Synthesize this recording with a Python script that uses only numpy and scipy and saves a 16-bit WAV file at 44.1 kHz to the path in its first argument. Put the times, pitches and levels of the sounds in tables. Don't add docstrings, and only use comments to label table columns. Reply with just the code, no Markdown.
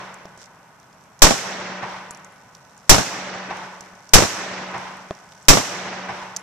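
import sys
import numpy as np
from scipy import signal
from scipy.fft import rfft, irfft
from scipy.io import wavfile
from scipy.ndimage import uniform_filter1d

SR = 44100
rng = np.random.default_rng(int(sys.argv[2]) if len(sys.argv) > 2 else 0)


def transcribe(u):
    v = np.clip(np.atleast_2d(u).T, -1, 1)
    q = np.round(v * 32767).astype(np.int16)
    wavfile.write(sys.argv[1], SR, q)


N = 283122
RANGE_SAMPLES, SMALL_SAMPLES = 2 * SR, 8000
STFT_SAMPLES = 512


def amp(db):
    return 10 ** (np.asarray(db) / 20)


def evened(x):
    return x / np.sqrt(np.mean(x ** 2) + 1e-20)


def peaked(x):
    return x / np.max(abs(x))


def read(points, hz):
    f, value = np.transpose(points)
    return np.interp(np.log(hz + 1), np.log(f + 1), value)


def fade(size, t60_s):
    return amp(-60 * np.arange(size) / SR / t60_s)


def add(mix, start_s, sound):
    at = round(start_s * SR)
    sound = sound[:, max(-at, 0):]
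    part = mix[:, max(at, 0):][:, :sound.shape[1]]
    part += sound[:, :part.shape[1]]


# frequency in Hz, left-right likeness from 0 to 1.
STEREO_LIKENESS = [(60, 0.76), (180, 0.98), (550, 0.84), (1640, 0.54), (4960, 0.02), (14900, 0.05)]


def pair(size, alike):
    hz = np.fft.rfftfreq(size, 1 / SR)
    left, other = rfft(rng.standard_normal((2, size)))
    same = np.clip(alike * read(STEREO_LIKENESS, hz), -1, 1)
    right = same * left + np.sqrt(1 - same ** 2) * other
    return hz, np.array([left, right])


# start in seconds, blast level in dB, left and right bias sag level in dB.
SHOTS = [(-.76, 8, 0, 0), (1.2197, 7.3, 3, 1), (2.8944, 6.8, 2.2, -3), (4.1351, 7.3, 2.2, -2),
         (5.4835, 7.3, 1.5, -2)]
SAG_TIMES = [(.001, .0245), (.018, .026)]


def pistol():
    out = np.zeros((2, N))
    near = [pair(16384, NEAR_ALIKE)[1] for _ in near_returns()]
    far = [pair(32768, 1)[1] for _ in HILL_ECHOES]
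    roll = pair(RANGE_SAMPLES, 1)[1]
    hop = STFT_SAMPLES // 2
    terrain = rng.standard_normal((hop + 1, RANGE_SAMPLES // hop + 2))
    for start_s, blast_db, left_db, right_db in SHOTS:
        add(out, start_s, amp(blast_db) * echoes(near, far, roll, terrain))
        sags = [bias_sag(*times) for times in SAG_TIMES]
        add(out, start_s, amp([[left_db], [right_db]]) * sags)
    return out


def echoes(near, far, roll, terrain):
    out = np.zeros((2, RANGE_SAMPLES))
    add_near(out, near)
    add_hills(out, far)
    return out + rolling_tail(roll, terrain) + drum_rings()


REPEAT = .7


def blended(common, alike):
    hz, own = pair(2 * common.shape[-1] - 2, alike)
    return hz, REPEAT * common + np.sqrt(1 - REPEAT ** 2) * own


def burst(z, hz, colour, t60_s, tilt_db_per_octave, rise_s):
    tilt_db = tilt_db_per_octave * np.log2(hz / 1000 + .1)
    noise = evened(irfft(z * amp(read(colour, hz) + tilt_db)))
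    t = np.arange(noise.shape[1]) / SR
    return noise * fade(len(t), t60_s) * (1 - np.exp(-t / rise_s))


# delay in seconds, level in dB.
SLAPS = [(.016, -1.5), (.029, -5.5), (.047, -2.5), (.066, -8), (.086, -5), (.098, -11), (.114, -14)]
# delay in seconds, level in dB, t60 in seconds, tilt in dB per octave.
GROUND_WASH = (.021, -14, .47, 3.3)
BLAST_T60_S, BLAST_TILT_DB_PER_OCTAVE = .085, 4.01
SLAP_T60_S, SLAP_TILT_DB_PER_OCTAVE = .056, -.8


def near_returns():
    blast = (0, 0, BLAST_T60_S, BLAST_TILT_DB_PER_OCTAVE)
    slaps = [(delay_s, db, SLAP_T60_S, SLAP_TILT_DB_PER_OCTAVE) for delay_s, db in SLAPS]
    return [blast, *slaps, GROUND_WASH]


# frequency in Hz, relative level in dB per Hz.
BLAST_COLOUR = [(20, -14), (60, -7), (130, 0), (300, -4.5), (700, -2.5), (2000, -11), (4000, -16),
                (7500, -21.5), (9500, -29), (13500, -33), (14500, -60)]
NEAR_ALIKE = .35
NEAR_RISE_S = .0018


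def add_near(out, near):
    for (delay_s, db, t60_s, tilt), common in zip(near_returns(), near):
        hz, z = blended(common, NEAR_ALIKE)
        add(out, delay_s, amp(db) * burst(z, hz, BLAST_COLOUR, t60_s, tilt, NEAR_RISE_S))


# delay in seconds, level in dB, t60 in seconds, tilt in dB per octave, rise in seconds.
HILL_ECHOES = [(.18, -37, .2, 2.5, .008), (.26, -37, .2, 1.5, .008), (.375, -33, .1, .4, .004),
               (.602, -31.5, .25, -.8, .006), (.63, -36, .9, 1.8, .05), (.74, -36, .06, .4, .003)]
# frequency in Hz, relative level in dB per Hz.
HILL_COLOUR = [(40, -30), (120, -7), (300, -19), (600, -11), (900, 0), (1300, -9), (2000, -13), (4000, -25),
               (8000, -42), (14000, -58)]


def add_hills(out, far):
    for (delay_s, db, t60_s, tilt, rise_s), common in zip(HILL_ECHOES, far):
        hz, z = blended(common, 1)
        add(out, delay_s, amp(db) * burst(z, hz, HILL_COLOUR, t60_s, tilt, rise_s))


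# frequency in Hz, relative level in dB per Hz.
ROLL_COLOUR = [(40, -26), (120, -4), (300, -5), (800, -1.5), (2000, -4), (4000, -10), (7500, -13),
               (9500, -23), (14000, -40), (14500, -60)]
# frequency in Hz, t60 in seconds.
ROLL_T60 = [(60, 1.05), (200, 1.6), (800, 1.95), (2000, 1.8), (5000, 1.15), (9000, .75), (14000, .45)]
ROLL_DB, LUMPY_DB = -21.5, 1.6


def rolling_tail(roll, terrain):
    hz, z = blended(roll, 1)
    noise = evened(irfft(z * amp(read(ROLL_COLOUR, hz))))
    f, t, field = signal.stft(noise, SR, nperseg=STFT_SAMPLES)
    lumps = uniform_filter1d(terrain, size=3, axis=1)
    lumps = evened(uniform_filter1d(lumps, size=12, axis=0))
    decay_db = -60 * t / read(ROLL_T60, f)[:, None]
    field = field * amp(ROLL_DB + LUMPY_DB * lumps + decay_db)
    return signal.istft(field, SR, nperseg=STFT_SAMPLES)[1][:, :RANGE_SAMPLES]


# frequency in Hz, level in dB relative to RING_DB, t60 in seconds.
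DRUM_MODES = [(186, 2.5, 1.6), (361, -8, 1.5), (581, -1.2, 1.5), (807, -10, 1.4), (1007, -13, 2.2),
              (1497, -19, 3.6), (1760, -23, 2.2)]
RING_DB, RING_RISE_S = -26.5, .43


def drum_rings():
    t = np.arange(RANGE_SAMPLES) / SR
    rings = sum(amp(RING_DB + db) * fade(RANGE_SAMPLES, t60_s) * np.sin(2 * np.pi * hz * t)
                for hz, db, t60_s in DRUM_MODES)
    return rings * (1 - np.exp(-(t / RING_RISE_S) ** 2))


def bias_sag(start_s, end_s):
    t = np.arange(SMALL_SAMPLES) / SR
    down, up = (1 / (1 + np.exp(-(t - edge_s) / .0008)) for edge_s in (start_s, end_s))
    overshoot = .45 * np.exp(-np.maximum(t - end_s, 0) / .02)
    return up * (1 + overshoot) - down


TICK_T60_S, SNAP_T60_S, SNAP_SHARE = .017, .004, .45
TICK_WIDTH_HZ = 3600


def click(db, hz, pan_db):
    noise = rng.standard_normal(SMALL_SAMPLES)
    r = np.exp(-np.pi * TICK_WIDTH_HZ / SR)
    poles = [1, -2 * r * np.cos(2 * np.pi * hz / SR), r * r]
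    rattle = signal.lfilter([1], poles, noise)
    rattle = evened(signal.lfilter([1, -1], poles, rattle)) * fade(SMALL_SAMPLES, TICK_T60_S)
    snap = SNAP_SHARE * noise * fade(SMALL_SAMPLES, SNAP_T60_S)
    pan = amp([[pan_db / 2], [-pan_db / 2]])
    return amp(db) * pan * peaked(rattle + snap)


# start in seconds, click peak in dB before pan, colour in Hz,
# pan in dB, brass ring level in dB, ring frequency in Hz.
CASES = [(2.1081, -27, 7180, 1.1, -49, 10850), (2.3224, -55, 7330, 1.1, -61, 10850),
         (3.8077, -31, 6170, -2.1, -59, 11100), (6.3638, -15, 5930, -1.0, -50, 11100)]
BRASS_T60_S, BRASS_BEAT_HZ = .22, 45


def spent_cases():
    out, t = np.zeros((2, N)), np.arange(SMALL_SAMPLES) / SR
    for start_s, db, hz, pan_db, ring_db, ring_hz in CASES:
        beat = np.cos(np.pi * BRASS_BEAT_HZ * t)
        tone = np.sin(2 * np.pi * ring_hz * t) * beat
        ring = amp(ring_db) * tone * fade(SMALL_SAMPLES, BRASS_T60_S)
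        add(out, start_s, click(db, hz, pan_db) + ring)
    return out


# start in seconds, peak in dB before pan, colour in Hz, pan in dB.
TICKS = [(0.1421, -38, 7100, 1.1), (0.2553, -44, 5160, -1.5), (0.376, -44, 7300, -2.1),
         (0.4584, -43, 5390, -1.1), (0.7996, -49, 6500, -1.5), (0.9283, -49, 5000, -3.0),
         (1.1917, -39, 5630, -1.5), (2.1134, -37, 7240, 6.0), (2.1475, -37, 5610, -0.6),
         (2.173, -43, 7050, 1.5), (2.2463, -37, 6890, 3.0), (2.5501, -36, 4700, 1.1),
         (2.7771, -42, 6930, 1.1), (3.5694, -39, 6500, 1.1), (4.0916, -36, 5850, 0.0),
         (4.7794, -41, 7000, 1.1), (4.9694, -46, 8000, -0.6), (5.1507, -40, 4950, -2.1),
         (5.3213, -38, 3910, 0.6), (5.4281, -41, 7000, 2.1), (5.452, -41, 5000, 0.0),
         (6.3674, -21, 5950, -1.5), (6.3944, -39, 6930, -3.5)]
FAINT_COUNT, FAINT_DB, FAINT_SPREAD_DB = 16, -52, 3
FAINT_LOW_HZ, FAINT_HIGH_HZ, FAINT_PAN_DB = 3500, 7000, 1.5


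def ticks():
    out = np.zeros((2, N))
    when, size, colour, side = rng.random((FAINT_COUNT, 4)).T
    faint_db = FAINT_DB + FAINT_SPREAD_DB * (2 * size - 1)
    faint_hz = FAINT_LOW_HZ + colour * (FAINT_HIGH_HZ - FAINT_LOW_HZ)
    faint = zip(when * N / SR, faint_db, faint_hz, FAINT_PAN_DB * (2 * side - 1))
    for start_s, *row in [*TICKS, *faint]:
        add(out, start_s, click(*row))
    return out


# start in seconds, peak in dB, t60 in seconds at 430 Hz.
KNOCKS = [(.2545, -27, .035), (.375, -38, .04), (2.109, -29, .015), (3.808, -33, .015), (3.935, -36, .021),
          (5.109, -13, .03)]
# frequency in Hz, relative level in dB.
BODY_MODES = [(195, -10), (410, -4), (640, 4), (1110, -3), (1700, -6), (2400, -9), (3200, -8)]
KNOCK_RISE_S = .0001


def knocks():
    out, t = np.zeros((2, N)), np.arange(SMALL_SAMPLES) / SR
    for start_s, db, t60_s in KNOCKS:
        bump = np.zeros(SMALL_SAMPLES)
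        for hz, mode_db in BODY_MODES:
            decay = fade(SMALL_SAMPLES, t60_s * (430 / hz) ** .85)
            bump -= amp(mode_db) * np.sin(2 * np.pi * hz * t) * decay
        bump = bump * (1 - np.exp(-t / KNOCK_RISE_S))
        add(out, start_s, amp(db) * peaked(np.array([bump, bump])))
    return out


# time in seconds, level in dB.
RUSTLE = [(0, -65), (.9, -70), (2.5, -65), (3.9, -61), (6.42, -59)]
# start in seconds, length in seconds, added level in dB.
SCUFFS = [(.362, .115, -55), (2.86, .05, -58)]
SCUFF_EDGE_S, GRAINS_PER_S = .035, 1500


def rustle():
    strength = amp(2.6 * np.minimum(rng.exponential(1, N), 5))
    present = rng.random(N) < GRAINS_PER_S / SR
    grains = strength * present * rng.standard_normal((2, N))
    band = signal.butter(2, [1500, 7000], "band", fs=SR, output="sos")
    grains = evened(signal.sosfilt(band, grains))
    t = np.arange(N) / SR
    level = amp(np.interp(t, *np.transpose(RUSTLE)))
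    for start_s, length_s, db in SCUFFS:
        to_edge_s = np.minimum(t - start_s, start_s + length_s - t)
        level = level + amp(db) * np.clip(to_edge_s / SCUFF_EDGE_S, 0, 1)
    return grains * level


# frequency in Hz, relative level in dB per Hz.
AIR_COLOUR = [(20, -40), (30, -17), (75, -9), (163, 2.5), (320, -11), (950, -1.5), (1500, -8), (2500, -16),
              (3500, -23), (6000, -32), (8500, -31), (13900, -31), (15000, -70)]
AIR_DB = -51


def air():
    hz, z = pair(N, 1)
    return amp(AIR_DB) * evened(irfft(z * amp(read(AIR_COLOUR, hz)), N))


def scene():
    return pistol() + spent_cases() + ticks() + knocks() + rustle() + air()


# resonance in Hz, width in Hz, level in dB.
PORTS = [(7400, 1500, 4), (5800, 900, 10.5)]
THRESHOLD_DB, GAIN_SLOPE = -6, .9
LEVEL_FALL_DB_PER_S, GAIN_SMOOTH_S = 28, .04
CLIP_LEVEL, EDGE_HZ = .93, 15550


def record(dry):
    hz = np.fft.rfftfreq(N, 1 / SR)
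    ports = [1 + amp(db) * 1j * hz * width / (f * f - hz * hz + 1j * hz * width)
             for f, width, db in PORTS]
    x = irfft(rfft(dry) * ports, N)
    power = uniform_filter1d((x ** 2).mean(0), size=200, origin=99)
    power_db = 10 * np.log10(abs(power) + 1e-12)
    fall_db = np.arange(N) * LEVEL_FALL_DB_PER_S / SR
    held_db = np.maximum.accumulate(power_db + fall_db) - fall_db
    over_db = np.maximum(held_db - THRESHOLD_DB, 0)
    r = np.exp(-1 / (GAIN_SMOOTH_S * SR))
    cut_db = GAIN_SLOPE * signal.lfilter([1 - r], [1, -r], over_db)
    x = np.clip(x / amp(cut_db), -CLIP_LEVEL, CLIP_LEVEL)
    low_pass = signal.firwin(511, EDGE_HZ, window=("kaiser", 9), fs=SR)
    return signal.oaconvolve(x, low_pass[None], "same")


dry = scene()
out = record(dry)
transcribe(out)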